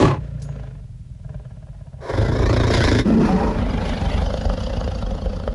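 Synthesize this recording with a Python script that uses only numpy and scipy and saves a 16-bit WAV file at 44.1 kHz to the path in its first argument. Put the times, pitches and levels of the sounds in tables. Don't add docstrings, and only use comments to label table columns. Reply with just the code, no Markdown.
import sys
import numpy as np
from scipy import signal
from scipy.fft import rfft, irfft
from scipy.io import wavfile
from scipy.ndimage import uniform_filter1d, minimum_filter1d

SR = 44100
rng = np.random.default_rng(int(sys.argv[2]) if len(sys.argv) > 2 else 0)


def wav_record(signal):
    frames = np.transpose(np.atleast_2d(signal))
    bounded = np.clip(frames, -1, 1)
    quanta = np.round(bounded * 32767).astype(np.int16)
    wavfile.write(sys.argv[1], SR, quanta)


N = 244314
TIME = np.arange(N) / SR

# (frequency [Hz], width [Hz], level [dB])
LAST_BREATH_CHEST = [(46.7, 10.2, 2.5), (99, 21.1, -3.5)]


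def from_db(db):
    return 10 ** (np.asarray(db) / 20)


def rms_one(x):
    return x / np.sqrt(np.mean(x ** 2) + 1e-20)


def steady(x, size=4000):
    power = uniform_filter1d(uniform_filter1d(x ** 2, size), size)
    return x / np.sqrt(np.maximum(power, 1e-6 * np.mean(x ** 2)))


def in_time(curve):
    return np.interp(TIME, *np.transpose(curve))


def drift(hz):
    knots = rng.standard_normal(1200)
    return rms_one(np.interp(TIME * min(hz, 200), np.arange(len(knots)), knots))


def envelope(span, lag_s=0, ring_s=0):
    start_s, end_s, attack_s, release_s = span
    attack = np.clip((TIME - start_s - lag_s) / attack_s, 0, 1)
    return attack * np.clip((end_s + ring_s - TIME) / (release_s + ring_s), 0, 1)


def elapsed(span):
    return np.clip(TIME - span[0], 0, span[1] - span[0])


def butter(x, hz, kind, order=2):
    return signal.sosfilt(signal.butter(order, hz, kind, fs=SR, output="sos"), x + 1e-18)


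def resonate(x, hz, width_hz):
    r = np.exp(-np.pi * width_hz / SR)
    feedback = [1, -2 * r * np.cos(2 * np.pi * hz / SR), r * r]
    return signal.lfilter(np.array([1, 0, -1]) * (1 - r * r) / 2, feedback, x + 1e-18)


def wandering(x, hz, width_hz):
    r = np.exp(-np.pi * abs(width_hz) / SR)
    turn = np.exp(2j * np.pi * np.cumsum(hz) / SR)
    return 2 * (turn * signal.lfilter([1 - r], [1, -r], x / turn + 1e-18)).real


def colour(x, spectrum, size=4096):
    hz, db = np.transpose(spectrum)
    grid = np.maximum(np.fft.rfftfreq(size, 1 / SR), 1)
    gain = from_db(np.interp(np.log(grid), np.log(hz), db))
    cepstrum = irfft(np.log(gain))
    cepstrum[1:size // 2] *= 2
    cepstrum[size // 2 + 1:] = 0
    return signal.oaconvolve(x, irfft(np.exp(rfft(cepstrum))))[:len(x)]


def hush(level_db=-40.5):
    # (frequency [Hz], relative level [dB])
    spectrum = [(30, -12), (48, 9.5), (75, 2), (150, 2), (300, -25), (480, -29.5), (630, -37.5),
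                (1200, -38), (3000, -39), (10500, -45)]
    return from_db(level_db) * rms_one(colour(rng.standard_normal(N), spectrum))


def enclosure(x, wet_db=-16, t60_s=0.13, band_hz=(200, 4000)):
    age = TIME[:SR // 3]
    scatter = rng.standard_normal(len(age)) * (age > .006) * from_db(-60 * age / t60_s)
    scatter = butter(scatter, band_hz, "band", order=1)
    return x + from_db(wet_db) * signal.oaconvolve(x, scatter / np.linalg.norm(scatter))[:N]


def smacks(rise_s=0.0018):
    # (time [s], level [dB], frequency [Hz], width [Hz], decay [s])
    snaps = [(.397, -58, 5200, 2000, .02), (0.419, -42.5, 5430, 1970, 0.015), (.422, -53, 6680, 160, 0.06),
             (.424, -49, 10700, 1200, 0.019), (2.529, -30, 4170, 600, 0.0052)]
    out = np.zeros(N)
    for s, db, hz, width, decay_s in snaps:
        age = TIME - s
        burst = np.clip(age / rise_s + .5, 0, 1) * np.exp(-np.clip(age / decay_s, 0, 20))
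        out += from_db(db) * burst * rms_one(resonate(rng.standard_normal(N), hz, width))
    return out


def bubble(hz, ring_s=0.0045, swell_s=0.0013, rise_per_s=1.74):
    age = TIME[:SR // 25]
    shape = (1 - np.exp(-age / swell_s)) * np.exp(-age / ring_s)
    return shape * np.sin(2 * np.pi * hz * age * (1 + rise_per_s * age / 2))


def crackle(slaps, scatter_s=0.003, detune=0.0593, uneven_db=4):
    # (frequency [Hz], level [dB])
    small_bubbles = [(2900, -38), (3400, -39.5), (4700, -41), (5400, -45), (6300, -42)]
    # (time [s], level [dB], frequency [Hz])
    large_bubbles = [(3.706, -30, 4850), (3.921, -27, 2950), (3.954, -34, 4610), (3.975, -27.5, 4300),
                     (4.059, -30, 3060), (4.097, -34, 3490), (4.115, -29, 4450), (4.135, -34, 3200),
                     (4.261, -27, 3000), (4.278, -35, 4830), (4.339, -29, 3530), (4.413, -31, 2870),
                     (4.452, -35, 4770), (4.603, -30, 2920), (4.635, -32, 4620), (4.662, -28, 2970),
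                     (4.765, -30, 2860), (4.842, -31.5, 4700), (4.95, -29.5, 4520), (5.062, -34, 3220),
                     (5.215, -35, 4350)]
    wetness = envelope((3.55, 5.6, 0.5, 0.78))
    out = np.zeros(N + SR)
    for at in np.flatnonzero(slaps * wetness):
        chance = np.clip(rng.standard_normal((len(small_bubbles), 3)), -2, 1.5)
        for (hz, db), (late, off, size) in zip(small_bubbles, chance):
            ring = wetness[at] * from_db(db + uneven_db * size) * bubble(hz * (1 + detune * off))
            out[at + int(scatter_s * late * SR):][:len(ring)] += ring
    for s, db, hz in large_bubbles:
        ring = from_db(db) * bubble(hz)
        out[int(s * SR):][:len(ring)] += ring
    return out[:N]


def gurgle(slaps, spread_s, count=40, band_hz=(300, 7500), ring_s=0.0054, uneven_db=5):
    at = np.repeat(np.flatnonzero(slaps), count)
    pitches = rng.uniform(*band_hz, len(at))
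    late, strength = rng.standard_normal((len(at), 2)).T
    starts = np.clip(at + (spread_s * SR * late).astype(int), 0, N - 1)
    sizes = from_db(uneven_db * np.clip(strength, -2, 1))
    age = TIME[:SR // 30]
    out = np.zeros(N + len(age))
    for start, hz, size in zip(starts, pitches, sizes):
        out[start:start + len(age)] += size * np.sin(2 * np.pi * hz * age) * np.exp(-age / ring_s)
    return rms_one(out[:len(slaps)])


def effort():
    # (centre [s], width at half height [s], effort [dB])
    surges = [(0.02, 0.13, 10), (0.25, 0.054, 5.5), (0.596, 0.31, 8.5), (0.786, 0.064, 3.5),
              (1.016, 0.35, -23), (1.325, 0.17, 7.5), (2.202, 0.11, 3), (2.305, 0.028, -3),
              (2.556, 0.16, 1), (2.745, 0.048, 6.5), (2.856, 0.087, 7), (2.968, 0.028, 0),
              (3.091, 0.041, 0.5), (3.272, 0.088, 8.5), (3.446, 0.15, 4), (3.887, 0.11, 7.5),
              (4.12, 0.14, 3.5), (4.29, 0.061, 5.5), (4.478, 0.1, 8.5), (4.84, 0.26, 4.5),
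              (5.107, 0.1, 6.5), (5.275, 0.13, 7), (5.498, 0.055, 7.5)]
    coarse = TIME[::100]
    humps = sum(db * .5 ** ((2 * (coarse - s) / width_s) ** 2) for s, width_s, db in surges)
    return np.interp(TIME, coarse, humps)


def flap_times(flutter):
    cycles = np.cumsum(in_time(flutter)) / SR
    first, last = np.interp([flutter[0][0], flutter[-1][0]], TIME, cycles)
    return np.interp(np.arange(first, last + .2), cycles, TIME)


def flaps(uneven_db=2.5, jitter_s=.0004):
    # (time [s], rate [flaps/s])
    first_breath = [(.027, 37.21), (.159, 29.98), (.657, 26.75), (.967, 17.88), (1.193, 21.23),
                    (1.551, 16.76), (1.99, 16.35)]
    second_breath = [(2.095, 22.74), (2.25, 28.87), (2.45, 28.38), (2.7, 28.65), (2.81, 30.44),
                     (2.9, 25.24), (3.0, 29.41)]
    last_breath = [(3.063, 26.0), (3.45, 27.39), (3.95, 24.82), (4.25, 23.77), (4.35, 28.09), (4.5, 22.64),
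                   (4.62, 33.53), (4.78, 26.92), (4.98, 28.36), (5.08, 21.47), (5.16, 29.8), (5.25, 23.94),
                   (5.33, 30.41), (5.44, 26.79), (5.53, 16.17)]
    s = np.concatenate([flap_times(breath) for breath in (first_breath, second_breath, last_breath)])
    late, strength = rng.standard_normal((len(s), 2)).T
    at = np.clip(((s + jitter_s * late) * SR).astype(int), 0, N - 1)
    slaps = np.zeros(N)
    slaps[at] = from_db(uneven_db * strength)
    return slaps


def rebounds(slaps, count=2, gap_s=.0065, loss_db=2.5):
    at, out = np.flatnonzero(slaps), slaps.copy()
    gaps_s = gap_s * rng.uniform(.6, 1.4, (len(at), count))
    for k, lag_s in enumerate(np.cumsum(gaps_s, axis=1).T):
        later = np.minimum(at + (lag_s * SR).astype(int), len(slaps) - 1)
        out[later] += slaps[at] * from_db(-loss_db * (k + 2.5))
    return out


def puffs(slaps, rise_s, fall_s):
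    lag = np.arange(-SR // 16, SR // 16 + 1) / SR
    return signal.oaconvolve(slaps, np.exp(np.minimum(lag / rise_s, -lag / fall_s)), "same")


def glides(slaps, rise_s=0.0054, fall_s=0.012, leak=0.26):
    # (start [s], end [s], attack [s], release [s],
    # first frequency [Hz], rise [Hz/s], width [Hz], level [dB])
    slides = [(.19, .56, .03, .03, 565, -140, 100, -55), (2.854, 3.02, 0.028, 0.025, 301, -150, 140, -21),
              (3.14, 3.254, 0.023, 0.02, 315, 550, 130, -20),
              (3.229, 3.47, 0.027, 0.05, 715, 500, 50, -28.5), (3.28, 3.55, .06, .04, 428, 30, 30, -28.5),
              (3.24, 3.59, .05, .05, 545, 170, 36, -33), (3.35, 3.54, .03, .04, 915, 0, 170, -31)]
    air = (puffs(slaps, rise_s, fall_s) + leak) * rng.standard_normal(N)
    out = np.zeros(N)
    for *span, start_hz, rise_hz_per_s, width_hz, db in slides:
        shape = envelope(span)
        on = shape > 0
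        hz = start_hz + rise_hz_per_s * elapsed(span)[on]
        ring = wandering(wandering(air[on], hz, width_hz), hz, width_hz)
        out[on] += from_db(db) * shape[on] * steady(ring)
    return out


def throat_rings(closures, modes, detune=0.023, uneven_db=1.5):
    age, out = TIME[:SR // 20], np.zeros(N + SR)
    for s, peak_db in closures:
        ring = np.zeros(len(age))
        for k, (hz, width, db) in enumerate(modes):
            size, off = rng.standard_normal(2)
            decay = from_db(db + uneven_db * size) * np.exp(-np.pi * width * age)
            ring += (-1) ** k * decay * np.sin(2 * np.pi * hz * (1 + detune * off) * age)
        out[int(s * SR):][:len(age)] += from_db(peak_db) * ring / abs(ring).max()
    return out[:N]


def pops():
    # (time [s], peak [dB])
    closures = [(.489, -32), (.555, -36), (.595, -34), (.638, -33), (.678, -43), (1.248, -43),
                (1.292, -37.5), (1.343, -34.5), (1.397, -38.5), (1.451, -39), (1.507, -42), (1.625, -43),
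                (1.669, -43), (1.685, -45), (1.73, -45), (1.812, -47), (1.940, -43)]
    # (frequency [Hz], width [Hz], level [dB])
    modes = [(620, 39, 2.5), (800, 45, -5.5), (1005, 42, -7.5), (1640, 67, -8.5)]
    return throat_rings(closures, modes)


def knocks():
    # (time [s], peak [dB])
    closures = [(2.138, -15), (2.215, -16), (2.278, -28), (2.322, -31), (2.351, -16), (2.43, -20),
                (2.494, -16), (2.529, -11), (2.564, -10), (2.703, -10), (2.807, -18), (2.919, -13),
                (2.951, -20), (3.065, -15), (3.103, -8.5), (4.18, -28), (4.305, -17), (4.341, -13.5),
                (4.499, -11.5), (4.578, -19.5), (4.702, -20), (4.737, -19), (4.813, -16), (4.877, -15),
                (5.025, -19.5), (5.400, -20.5), (5.438, -22), (5.477, -10.5)]
    # (frequency [Hz], width [Hz], level [dB])
    modes = [(556, 65, 2), (796, 690, 2), (1290, 240, -3.5), (1720, 510, -12), (3200, 190, -20.5)]
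    return throat_rings(closures, modes)


def moan_tone(level_db=-13.5, jitter=.031, shimmer_db=2.6):
    # (time [s], frequency [Hz])
    pitch = [(3.07, 233), (3.11, 233.5), (3.15, 213.2), (3.185, 223.2), (3.225, 240.2), (3.26, 207),
             (3.31, 189.8), (3.36, 195), (3.42, 225.3), (3.52, 218.3)]
    # (multiple of the pitch, level [dB])
    partials = [(1, 3), (2, -18), (3, -18.5)]
    phase = 2 * np.pi * np.cumsum(in_time(pitch) * (1 + jitter * drift(120))) / SR
    tone = sum(from_db(db) * np.sin(k * phase) for k, db in partials)
    shape = envelope((3.062, 3.63, 0.025, 0.64))
    return shape * from_db(level_db + shimmer_db * drift(70)) * rms_one(tone)


def register_gains(span, levels, bass_lag_s, waver_db=0.7, waver_hz=14):
    from_middle_s = elapsed(span) - (span[1] - span[0]) / 2
    bass, treble = envelope(span, bass_lag_s, ring_s=.022), envelope(span)
    effort_db = effort()
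    swing_db = effort_db - np.average(effort_db, weights=treble)
    return [shape * from_db(db + trend * from_middle_s + share * swing_db + waver_db * drift(waver_hz))
            for (db, trend, share), shape in zip(levels, (bass, bass, treble, treble))]


def chest_thumps(slaps, flow, modes, tension, churn, droop, slacken_s=0.012):
    push = rms_one(slaps) + churn * rms_one(flow * rng.standard_normal(len(flow)))
    jolt = signal.lfilter([1], [1, -np.exp(-1 / (slacken_s * SR))], np.sign(slaps) + 1e-18)
    tuning = tension * (1 + droop * jolt)
    ring = sum((-1) ** k * from_db(db) * wandering(push, hz * tuning, width)
               for k, (hz, width, db) in enumerate(modes))
    return butter(ring, [28, 190], "band", order=3)


def bout(slaps, levels, tract, formants, chest_modes, span, seal_s, leak, slap_db, wet_db, spread_s,
         rise_s, fall_s, churn, wander, bend_per_db=-0.023, droop=0, bass_lag_s=0, bounces=False):
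    gains = register_gains(span, levels, bass_lag_s)
    sounding = sum(gains) > 0
    slaps = slaps[sounding]
    closures = rebounds(slaps) if bounces else slaps
    loose = np.clip(1 - elapsed(span)[sounding] / seal_s, 0, 1)
    flow = puffs(closures, rise_s, fall_s) + leak + (1 - leak) * loose
    saliva = from_db(wet_db) * (1 - 0.73 * loose) * gurgle(closures, spread_s)
    tension = 1 + bend_per_db * effort()[sounding]
    chest = chest_thumps(slaps, flow, chest_modes, tension, churn, droop)
    air = steady(flow * rng.standard_normal(len(flow)))
    soft_slaps = from_db(slap_db - 9 * loose) * rms_one(butter(closures, 2620, "low"))
    voice = colour(air + soft_slaps + saliva, tract)
    stretch = 1 + wander * drift(hz=22)[sounding]
    for hz, width, lift_db in formants:
        voice = voice + (from_db(lift_db) - 1) * wandering(voice, hz * stretch, width)
    throat = butter(voice, [170, 430], "band", order=3)
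    mouth = butter(voice, [430, 2300], "band", order=4)
    breath = butter(voice, 2300, "high", order=4)
    out = np.zeros(N)
    for gain, register in zip(gains, (chest, throat, mouth, breath)):
        out[sounding] += gain[sounding] * steady(register)
    return out


def snarl(slaps):
    # (level [dB], trend [dB/s], share of effort)
    levels = [(-16.5, 25, 0.47), (-18.5, -69, 0.8), (-21, -36, 0.19), (-41.5, -68, 0.66)]
    # (frequency [Hz], level [dB])
    tract = [(88, -16), (150, 11), (186, -14), (382, -18.5), (500, -25.5), (588, -24.5), (729, -24),
             (1060, -25), (1340, -30), (2610, -32.5), (3070, -24), (6420, -23), (11000, -36), (14300, -86),
             (22000, -120)]
    # (frequency [Hz], width [Hz], gain [dB])
    formants = [(258, 30, 8), (315, 37, 7.5), (380, 31, 9.5), (490, 50, 0), (556, 29, 12.5), (598, 33, 6.5),
                (853, 32, 10.5), (1050, 41, 8.5), (1135, 54, 9.5), (2560, 50, 13), (4130, 810, 4)]
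    chest = [(70.5, 13, 3), (117.5, 16, 5.5), (153, 20, 4)]
    return bout(slaps, levels, tract, formants, chest, span=(-0.014, .19, .015, 0.11),
                seal_s=0.028, leak=0.99, slap_db=-14, wet_db=-22, spread_s=0.005,
                rise_s=0.0055, fall_s=0.0048, churn=2.8, wander=0.0063)


def rumble(slaps):
    # (level [dB], trend [dB/s], share of effort)
    levels = [(-33.5, -5, 0.18), (-51.5, -7.5, 0.94), (-60, 1, 0.55), (-67.5, -6, 1)]
    # (frequency [Hz], level [dB])
    tract = [(88, -13), (150, 7), (188, -14), (259, -17.5), (352, -29.5), (590, -13.5), (714, -18.5),
             (984, -28), (1450, -35), (1650, -44), (1810, -47.5), (4680, -62), (7000, -67), (9100, -90),
             (15400, -120)]
    # (frequency [Hz], width [Hz], gain [dB])
    formants = [(302, 30, -4), (430, 21, 6), (626, 70, 9.5), (805, 62, 8), (980, 67, 10), (1380, 70, 5),
                (1700, 150, 10.5)]
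    chest = [(47.7, 6.9, 0.83), (90, 25, -5), (124, 20, 0.17)]
    return bout(slaps, levels, tract, formants, chest, span=(0.14, 2.03, 0.067, 0.026),
                seal_s=0.84, leak=0.33, slap_db=-13, wet_db=-8.5, spread_s=.003,
                rise_s=0.011, fall_s=0.0042, churn=0.23, wander=0.022, bend_per_db=0.0075, droop=0.16)


def moan(slaps):
    # (level [dB], trend [dB/s], share of effort)
    levels = [(-23.5, 0, 0.12), (-21.5, -31, 0.18), (-29, -4, 0.88), (-45, -12.5, 0.75)]
    # (frequency [Hz], level [dB])
    tract = [(88, -58), (150, 13.5), (227, 7.5), (292, -1), (433, -15.5), (655, -22), (921, -17),
             (1820, -27), (2260, -37), (2480, -33), (5080, -29), (8710, -45), (11000, -39.5), (14300, -93),
             (22000, -120)]
    # (frequency [Hz], width [Hz], gain [dB])
    formants = [(336, 83, 2.2), (430, 84, 4.8), (570, 63, 6.7), (890, 94, 3.7), (1333, 45, 5.5),
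                (1920, 70, 5.3), (2465, 240, 9.4)]
    return bout(slaps, levels, tract, formants, LAST_BREATH_CHEST, span=(3.04, 3.65, 0.025, 0.046),
                seal_s=0.17, leak=0.98, slap_db=-25, wet_db=-7.5, spread_s=.005,
                rise_s=0.04, fall_s=0.037, churn=1.0, wander=0.012)


def rasp(slaps):
    # (level [dB], trend [dB/s], share of effort)
    levels = [(-22, 10, 0), (-27, -6.5, 0), (-31, 1, 0.2), (-44, 5.5, 0.86)]
    # (frequency [Hz], level [dB])
    tract = [(88, -45), (150, 8.5), (231, 5), (313, -13.5), (396, -20), (491, -12), (729, -16), (827, -13),
             (972, -19.5), (1440, -22), (1890, -21), (3130, -26.5), (4900, -30), (8870, -44.5),
             (11000, -37), (14300, -66), (22000, -120)]
    # (frequency [Hz], width [Hz], gain [dB])
    formants = [(211.4, 49, -9.5), (432, 73, 5.5), (650, 80, 4.5), (827, 70, 2.5), (1900, 360, -14.5),
                (2555, 330, -11), (3290, 370, 5.5)]
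    return bout(slaps, levels, tract, formants, LAST_BREATH_CHEST, span=(3.55, 4.25, 0.054, 0.048),
                seal_s=0.077, leak=1.0, slap_db=-20.5, wet_db=-6.5, spread_s=.004,
                rise_s=0.04, fall_s=0.009, churn=1.0, wander=0.051)


def rattle(slaps):
    # (level [dB], trend [dB/s], share of effort)
    levels = [(-24, -3, 0.94), (-31, -2, 0.49), (-36.5, -7.5, 0.53), (-45.5, -7, 0)]
    # (frequency [Hz], level [dB])
    tract = [(88, -43), (150, 6.5), (170, 8), (227, 0), (313, -14), (355, -23), (518, -1.5), (740, -6),
             (1030, -11), (1340, -16), (2300, -37.5), (2910, -34), (4020, -38.5), (4730, -35),
             (8710, -55.5), (11000, -47), (14300, -99), (22000, -120)]
    # (frequency [Hz], width [Hz], gain [dB])
    formants = [(239, 39, 3.8), (340, 54, 3.5), (521, 43, 7.3), (630, 130, 1.9), (796, 120, 4.5),
                (1430, 200, 2), (2400, 260, -4), (3280, 350, 2), (4560, 280, 1.3)]
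    return bout(slaps, levels, tract, formants, LAST_BREATH_CHEST, span=(4.19, 5.545, .04, .02),
                seal_s=0.1, leak=.5, slap_db=-17, wet_db=-5.5, spread_s=.003,
                rise_s=.02, fall_s=0.0026, churn=1.0, wander=0.022)


def growl(slaps):
    # (level [dB], trend [dB/s], share of effort)
    levels = [(-16.5, 3, 0.21), (-25, 11.5, 0.21), (-25.5, 2, 0.68), (-33.5, 18, 0.96)]
    # (frequency [Hz], level [dB])
    tract = [(88, -30), (150, -10), (189, 10.5), (267, 7.5), (518, 1), (842, -10), (972, -5.5),
             (1230, -6.5), (1700, -19), (2810, -36.5), (3360, -34.5), (5270, -36), (7960, -45),
             (8710, -51.5), (11000, -42), (14300, -91), (22000, -120)]
    # (frequency [Hz], width [Hz], gain [dB])
    formants = [(249, 23, 8), (355, 31, 4.5), (626, 320, 3.5), (967, 60, 5), (1272, 300, -20),
                (1465, 110, 2), (1663, 110, 6), (2116, 53, 7.5), (2650, 300, -5), (3630, 330, 7.5),
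                (5180, 340, 6)]
    chest = [(47, 14.4, -4), (83.6, 23.4, -4), (113, 20, -1)]
    return bout(slaps, levels, tract, formants, chest, span=(2.0, 3.04, 0.077, 0.044),
                seal_s=0.48, leak=.3, slap_db=-9, wet_db=-3, spread_s=.003,
                rise_s=0.0043, fall_s=.008, churn=.7, wander=0.053, bass_lag_s=0.093, bounces=True)


def limiter(x, ceiling=0.42, size=220):
    gain = minimum_filter1d(ceiling / np.maximum(abs(x), ceiling), size)
    return x * uniform_filter1d(gain, size)


def scene():
    slaps = flaps()
    bouts = rumble(slaps) + growl(slaps) + moan(slaps) + rasp(slaps) + rattle(slaps)
    lion = bouts + knocks() + pops() + moan_tone() + glides(slaps) + crackle(slaps) + smacks()
    background = hush()
    return (background + enclosure(snarl(slaps)) + limiter(enclosure(lion)))[None]


def record(dry, ceiling=.85, cutoff_hz=10850):
    rounded = ceiling * np.tanh(dry / ceiling)
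    return signal.sosfilt(signal.ellip(10, .1, 80, cutoff_hz, fs=SR, output="sos"), rounded)


dry = scene()
out = record(dry)
wav_record(out)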